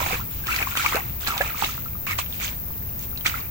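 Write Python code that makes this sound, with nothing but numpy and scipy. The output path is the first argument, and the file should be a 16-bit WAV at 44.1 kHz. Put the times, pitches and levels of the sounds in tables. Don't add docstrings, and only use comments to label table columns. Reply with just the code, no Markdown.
import sys
import numpy as np
from scipy import signal
from scipy.fft import rfft, irfft, next_fast_len
from scipy.io import wavfile
from scipy.ndimage import map_coordinates

SR = 44100
rng = np.random.default_rng(int(sys.argv[2]) if len(sys.argv) > 2 else 0)


def materialize(psi):
    bounded = np.clip(np.atleast_2d(psi).T, -1, 1)
    quanta = np.round(bounded * 32767).astype(np.int16)
    wavfile.write(sys.argv[1], SR, quanta)


N = 154350

BUBBLE_RISE = 0.1
LAG_S, LAG_SPREAD_S = .00016, .00022
SIDES = np.array([[1], [-1]])


def amp(db):
    return 10 ** (np.asarray(db) / 20)


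def unit(x):
    return x / np.sqrt(np.mean(x ** 2) + 1e-20)


def along(points, hz):
    f, v = np.transpose(points)
    return np.interp(np.log(hz + 1), np.log(f + 1), v)


def level_at(points):
    return np.interp(np.arange(N) / SR, *np.transpose(points))


def dying(t, t60):
    return np.exp(-np.log(1000) * t / t60)


def filtered(x, response):
    m = next_fast_len(N + SR // 2)
    return irfft(rfft(x, m) * response(np.fft.rfftfreq(m, 1 / SR)), m)[..., :N]


def wobble(rate):
    knots = rng.standard_normal(int(N * rate / SR) + 4)
    return map_coordinates(knots, [np.arange(N) * rate / SR])


def add(track, s, sound):
    part = track[max(0, round(s * SR)):][:len(sound)]
    part += sound[:len(part)]


def noise(spectrum, alike):
    def mid_and_side(hz):
        turn = np.arccos(np.clip(along(alike, hz), -1, 1)) / 2
        return amp(along(spectrum, hz)) * [np.cos(turn), np.sin(turn)]

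    mid, side = filtered(rng.standard_normal((2, N)), mid_and_side)
    return unit(np.array([mid + side, mid - side]))


def ring(t, hz, t60, onset_s):
    t = np.maximum(t, 0)
    tone = np.sin(2 * np.pi * hz * t * (1 + BUBBLE_RISE * t / t60))
    return tone * dying(t, t60) * (1 - np.exp(-t / onset_s))


def cloud(spectrum, low_hz, high_hz, cycles, spread_db, wash, count, size):
    when, pitch, strength, life, balance, lag = rng.random((count, 6)).T[:, :, None]
    hz = low_hz * (high_hz / low_hz) ** pitch
    gain = amp(-spread_db * np.log(1 - .97 * strength)) * hz / low_hz
    t60 = cycles * (.5 + life) / hz
    start = ((np.arange(count)[:, None] + when) * N / count).astype(int)
    at = start + np.arange(size)
    pair = []
    for side in (1, -1):
        delay = side * (LAG_S / 2 + LAG_SPREAD_S * (2 * lag - 1))
        t = np.arange(size) / SR - 2 * LAG_SPREAD_S - delay
        grains = gain * (1 + side * (balance - .5) / 2) * ring(t, hz, t60, .5 / hz)
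        pair.append(np.bincount(at.ravel(), grains.ravel())[:N])
    bubbles = unit(filtered(np.array(pair), lambda f: amp(along(spectrum, f))))
    return unit(bubbles + wash * noise(spectrum, [(1000, 0.033)]))


def background():
    # (frequency [Hz], relative level [dB])
    rumble_spectrum, air_spectrum = [(15, -5), (25, -16.5), (55, 2), (100, -3.5), (170, -10.5),
                                     (250, -14.5), (400, -34.5), (900, -44)], [(100, -12), (350, -0.5), (700, -2.5), (1300, -6),
                                                     (2400, -12), (3200, -18.5), (6500, -15), (9000, -29),
                                                     (16000, -45)]
    hiss_spectrum, trickle_spectrum = [(6000, -69), (9500, -41), (11000, -22.5), (12500, -10.5),
                                       (14000, -3.5), (15400, 6.5), (16000, -4)], [(500, -9), (1200, -1), (2500, 2), (4500, -11.5),
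                                                     (12000, -12)]
    # (frequency [Hz], correlation [-1 to 1])
    air_alike = [(150, 1), (300, -0.18), (640, -0.54), (1400, -0.75), (3100, -0.15), (8000, -0.34)]
    # (time [s], level [dB])
    rumble_level = [(0.0, -33), (0.27, -34.5), (0.33, -36.5), (1.0, -38.5), (1.1, -32.5), (1.15, -38),
                    (1.32, -35), (1.34, -41), (1.39, -34.5), (1.6, -40.5), (1.64, -37.5), (3.14, -36.5),
                    (3.24, -38), (3.39, -36.5), (3.43, -43), (3.5, -35)]
    rumble_alike = [(25, .4), (45, 0.75), (70, 0.97), (130, 1.0), (300, .75)]
    rumble = amp(1 + level_at(rumble_level)) * noise(rumble_spectrum, rumble_alike)
    air = amp(-44) * noise(air_spectrum, air_alike)
    hiss = amp(-30.5 + 2 * SIDES) * noise(hiss_spectrum, [(10000, 0)])
    trickle = amp(-58) * cloud(trickle_spectrum, low_hz=790, high_hz=6900, cycles=16, spread_db=5.0,
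                               wash=0.29, count=420, size=1200)
    return rumble + air + trickle + hiss


def splashes():
    # (start [s], rise [s], hold [s], t60 [s], slosh level [dB], spray level [dB])
    pushes = [(-.02, 0.018, .15, 0.31, -29.5, -32.5), (0.282, .03, 0.085, 0.9, -52, -46.5),
              (0.45, 0.044, 0.13, 0.25, -27, -33.5), (0.654, 0.026, 0.057, 0.16, -36.5, -38),
              (0.743, 0.033, 0.11, 0.53, -27.5, -30), (0.911, 0.024, 0.039, 0.17, -26, -43),
              (1.042, 0.022, 0.11, 0.83, -54.5, -54), (1.199, 0.011, 0.084, 0.26, -42, -38),
              (1.261, 0.0082, 0.02, 0.18, -29.5, -30), (1.291, 0.023, 0.15, 0.73, -32.5, -38.5),
              (1.541, 0.089, 0.034, 0.18, -32, -30.5), (1.673, .01, 0.046, .45, -42.5, -38.5),
              (2.064, 0.0049, 0.05, 0.25, -29.5, -35), (2.177, 0.011, 0.006, 0.15, -29, -26.5),
              (2.257, 0.088, 0.031, 0.19, -59, -42.5), (2.384, .05, 0.018, 0.28, -33, -30.5),
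              (2.981, 0.049, 0.015, 0.089, -55, -42), (3.244, .02, 0.019, 0.16, -27, -28),
              (3.294, .02, 0.072, 0.31, -37.5, -43)]
    # (frequency [Hz], relative level [dB])
    slosh_spectrum, spray_spectrum, churn_spectrum = [(150, -22), (330, 14.5), (470, -12.5), (620, -15),
                                                      (850, -6), (1300, 4.5), (1750, -0.5), (2300, 5),
                                                      (2750, 0), (3200, -18), (5000, -4)], [(800, -13), (2500, 2.5), (3800, 1),
                                                                     (5200, -4.5), (6400, -1.5), (8000, -4),
                                                                     (8800, -11), (12000, -9), (16000, -17)], [(150, -60), (330, -5.5),
                                                                                    (470, -5.5), (750, 4),
                                                                                    (1100, 5), (2000, -47)]
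    # (time [s], level against the slosh [dB])
    churn_level = [(0, -4), (.15, -7), (.5, -26), (.6, -10), (.8, -29), (.95, -8), (1.28, -9), (1.45, -8.5),
                   (2.1, -23), (3.3, -20)]
    t, slosh_power, spray_power = np.arange(N) / SR, np.zeros(N), np.zeros(N)
    for s, rise, hold, t60, slosh_db, spray_db in pushes:
        swell = np.clip((t - s) / rise, 0, 1)
        shape = swell * dying(np.maximum(t - s - rise - hold, 0), t60)
        slosh_power += (amp(slosh_db) * shape) ** 2
        spray_power += (amp(spray_db) * shape) ** 2
    slosh = cloud(slosh_spectrum, low_hz=700, high_hz=3327, cycles=22.2, spread_db=3.0,
                  wash=0.24, count=3200, size=1500)
    churn = cloud(churn_spectrum, low_hz=306, high_hz=1012, cycles=7.9, spread_db=6,
                  wash=0.81, count=900, size=1800)
    spray = cloud(spray_spectrum, low_hz=2277, high_hz=14600, cycles=21, spread_db=3,
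                  wash=0.89, count=5000, size=500)
    body = slosh + amp(level_at(churn_level)) * churn
    flicker = amp(0.76 * wobble(110))
    return flicker * (np.sqrt(slosh_power) * body + np.sqrt(spray_power) * spray)


def plops():
    # (time [s], starting pitch [Hz], level [dB], t60 [s], left over right [dB])
    bubbles = [(.003, 954, -22, 0.03, -14), (.026, 1006, -22, 0.037, -11), (0.062, 815, -24, 0.039, -15),
               (.107, 746, -26, .06, -10), (.128, 470, -22, 0.042, 4), (.196, 1016, -28.5, 0.034, -13),
               (0.211, 1340, -28.5, 0.042, -7), (0.439, 1570, -31, 0.054, 8), (0.486, 1300, -18, 0.056, 0),
               (0.507, 1377, -21, 0.031, 11), (.525, 2550, -17, 0.019, 17), (.602, 733, -23.5, 0.03, 6),
               (.625, 2320, -14.5, .025, 17), (.671, 1047, -14.5, 0.021, 13), (0.722, 1374, -26, .05, -3),
               (0.797, 1326, -20, 0.053, -11), (.862, 2260, -10.5, 0.019, 11), (.947, 409, -17, .05, -2),
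               (.986, 774, -26, 0.047, 10), (1.303, 1240, -14, 0.032, -4), (1.366, 797, -22.5, 0.033, 3),
               (1.406, 723, -15.5, 0.034, 4), (1.41, 1640, -10.5, 0.026, -6),
               (1.504, 1310, -23, 0.029, -10), (1.545, 1150, -23, 0.021, -14),
               (1.623, 826, -10.5, 0.027, -7.5), (1.642, 2670, -10, .025, 4), (1.691, 1265, -23, 0.027, -8),
               (1.859, 1266, -24.5, 0.026, 2), (1.952, 1194, -28.5, 0.025, -2), (2.342, 2480, -24, .02, 4),
               (2.705, 970, -25.5, 0.01, 6), (3.128, 1290, -29, 0.018, 0), (3.16, 2550, -24, 0.014, 10),
               (3.254, 1370, -17, 0.018, -13), (3.26, 2260, -3.5, 0.016, -6.5),
               (3.341, 1320, -18, 0.039, -12), (3.391, 1084, -35.5, 0.056, -12),
               (3.443, 2300, -33, 0.039, -2)]
    out, t = np.zeros((2, N)), np.arange(SR // 8) / SR
    for s, hz, db, t60, pan_db in bubbles:
        for track, side in zip(out, (1, -1)):
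            sound = ring(t - side * LAG_S / 2, hz, t60, onset_s=0.0011)
            add(track, s, amp(db + side * pan_db / 2) * sound)
    return out


def scatter(x):
    t, out = np.arange(SR // 6) / SR, np.zeros((2, N))
    for part in np.array_split(np.arange(N), 14):
        for side in out:
            tail = rng.standard_normal(len(t)) * dying(t, .07)
            add(side, part[0] / SR, signal.fftconvolve(x[part], tail / np.linalg.norm(tail)))
    return out


def slaps():
    # (time [s], pulse level [dB], pitch [Hz])
    hits = [(0.0366, -22, 2400), (0.065, -16, 1550), (.143, -16, 1600), (0.47, -13.5, 2800),
            (.527, -16, 2500), (.544, -17, 2290), (.563, -10.5, 4700), (0.619, -13, 1350),
            (.626, -16, 2340), (0.754, -14.5, 1590), (0.773, -5, 2720), (.8625, -9, 2300),
            (0.87, -22, 2600), (.925, -14.5, 1100), (.944, -16, 2170), (0.957, -11, 4300),
            (0.9696, -12.5, 1610), (1.274, -9, 4300), (1.282, -11.5, 1530), (1.379, -11, 3500),
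            (1.41, -14, 1710), (1.419, -10.5, 2380), (1.461, -19, 2380), (1.6235, -14, 1310),
            (1.638, -15, 1220), (1.6455, -16, 2940), (1.779, -22.5, 1330), (2.0682, -20.5, 1540),
            (2.11, -14.5, 2110), (2.1892, -11, 1100), (2.435, -37, 2200), (3.2603, -10.5, 2230),
            (3.266, -7.5, 3240)]
    lead_s, tail_s = 0.0015, 0.0022
    out, t = np.zeros(N), np.arange(-SR // 50, SR // 25) / SR
    after = np.maximum(t, 0)
    for s, db, hz in hits:
        pulse = np.sin(2 * np.pi * hz * after) * np.exp(-after * hz / 1.8)
        band = signal.butter(1, [hz / 2, 2 * hz], "band", fs=SR)
        hush = unit(signal.lfilter(*band, rng.standard_normal(len(t))))
        froth = .13 * hush * np.exp(np.minimum(t, 0) / lead_s - after / tail_s)
        crack = 0.24 * rng.standard_normal(len(t)) * np.exp(-after / 0.0009) * (t > 0)
        add(out, s + t[0], amp(db) * (pulse + froth + crack))
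    return out


def gulps():
    # (start [s], length [s], first pitch [Hz], last pitch [Hz], level [dB])
    pockets = [(0.841, .034, 720, 1470, -22.5), (.945, .04, 330, 1000, -23), (1.26, .11, 1700, 858, -28),
               (1.403, 0.025, 500, 636, -23), (1.627, 0.0383, 800, 696, -34.5),
               (2.087, .055, 2400, 2018, -26)]
    breadth_hz = 215.5
    out, waver = np.zeros(N), 1 + 0.0716 * wobble(350)
    froth = 1 + 0.34 * (wobble(2 * breadth_hz) + 1j * wobble(2 * breadth_hz))
    for s, length, first_hz, last_hz, db in pockets:
        within = np.clip((np.arange(N) / SR - s) / length, 0, 1)
        hz = (first_hz + (last_hz - first_hz) * within) * waver
        tone = (froth * np.exp(2j * np.pi * np.cumsum(hz) / SR)).real
        out += amp(db) * np.sqrt(2 * within * (1 - within)) * tone
    return out


def drops():
    # (time [s], level [dB], pitch [Hz])
    ticks = [(1.22, -39, 4500), (1.248, -25, 3200), (1.646, -10, 3670), (1.7775, -33, 3930),
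             (1.848, -32, 4460), (1.876, -29, 8400), (2.262, -24, 2920), (2.326, -20.5, 3500),
             (2.401, -18, 2460), (2.421, -26, 2050), (2.48, -16, 3300), (2.514, -35, 2200),
             (2.446, -22, 6100), (2.993, -22.5, 7000), (3.175, -19.5, 4000), (3.21, -24, 3180),
             (3.267, -9.5, 6230), (3.375, -26, 2500), (3.406, -28, 4500)]
    out, t = np.zeros(N), np.arange(SR // 50) / SR
    for s, db, hz in ticks:
        tone = np.sin(2 * np.pi * hz * t) + 0.16 * rng.standard_normal(len(t))
        add(out, s, amp(db) * np.exp(-t * hz / 2.3) * tone)
    return out


def scene():
    # (time [s], left over right [dB])
    pan = [(0, -3), (.6, 1), (.85, -1), (1.4, -3), (2.1, -2.5), (2.2, -2), (2.45, -2), (3.3, -3)]
    near, bubbles = slaps() + drops() + gulps(), plops()
    near_pair = filtered(near, lambda hz: np.exp(-1j * np.pi * hz * LAG_S * SIDES))
    answer = amp(-4) * scatter(near + bubbles.mean(0))
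    water = splashes() + near_pair + answer
    return water * amp(SIDES * level_at(pan) / 2) + bubbles + background()


def record(dry):
    return filtered(dry, lambda hz: hz < 15900)


dry = scene()
out = record(dry)
materialize(out)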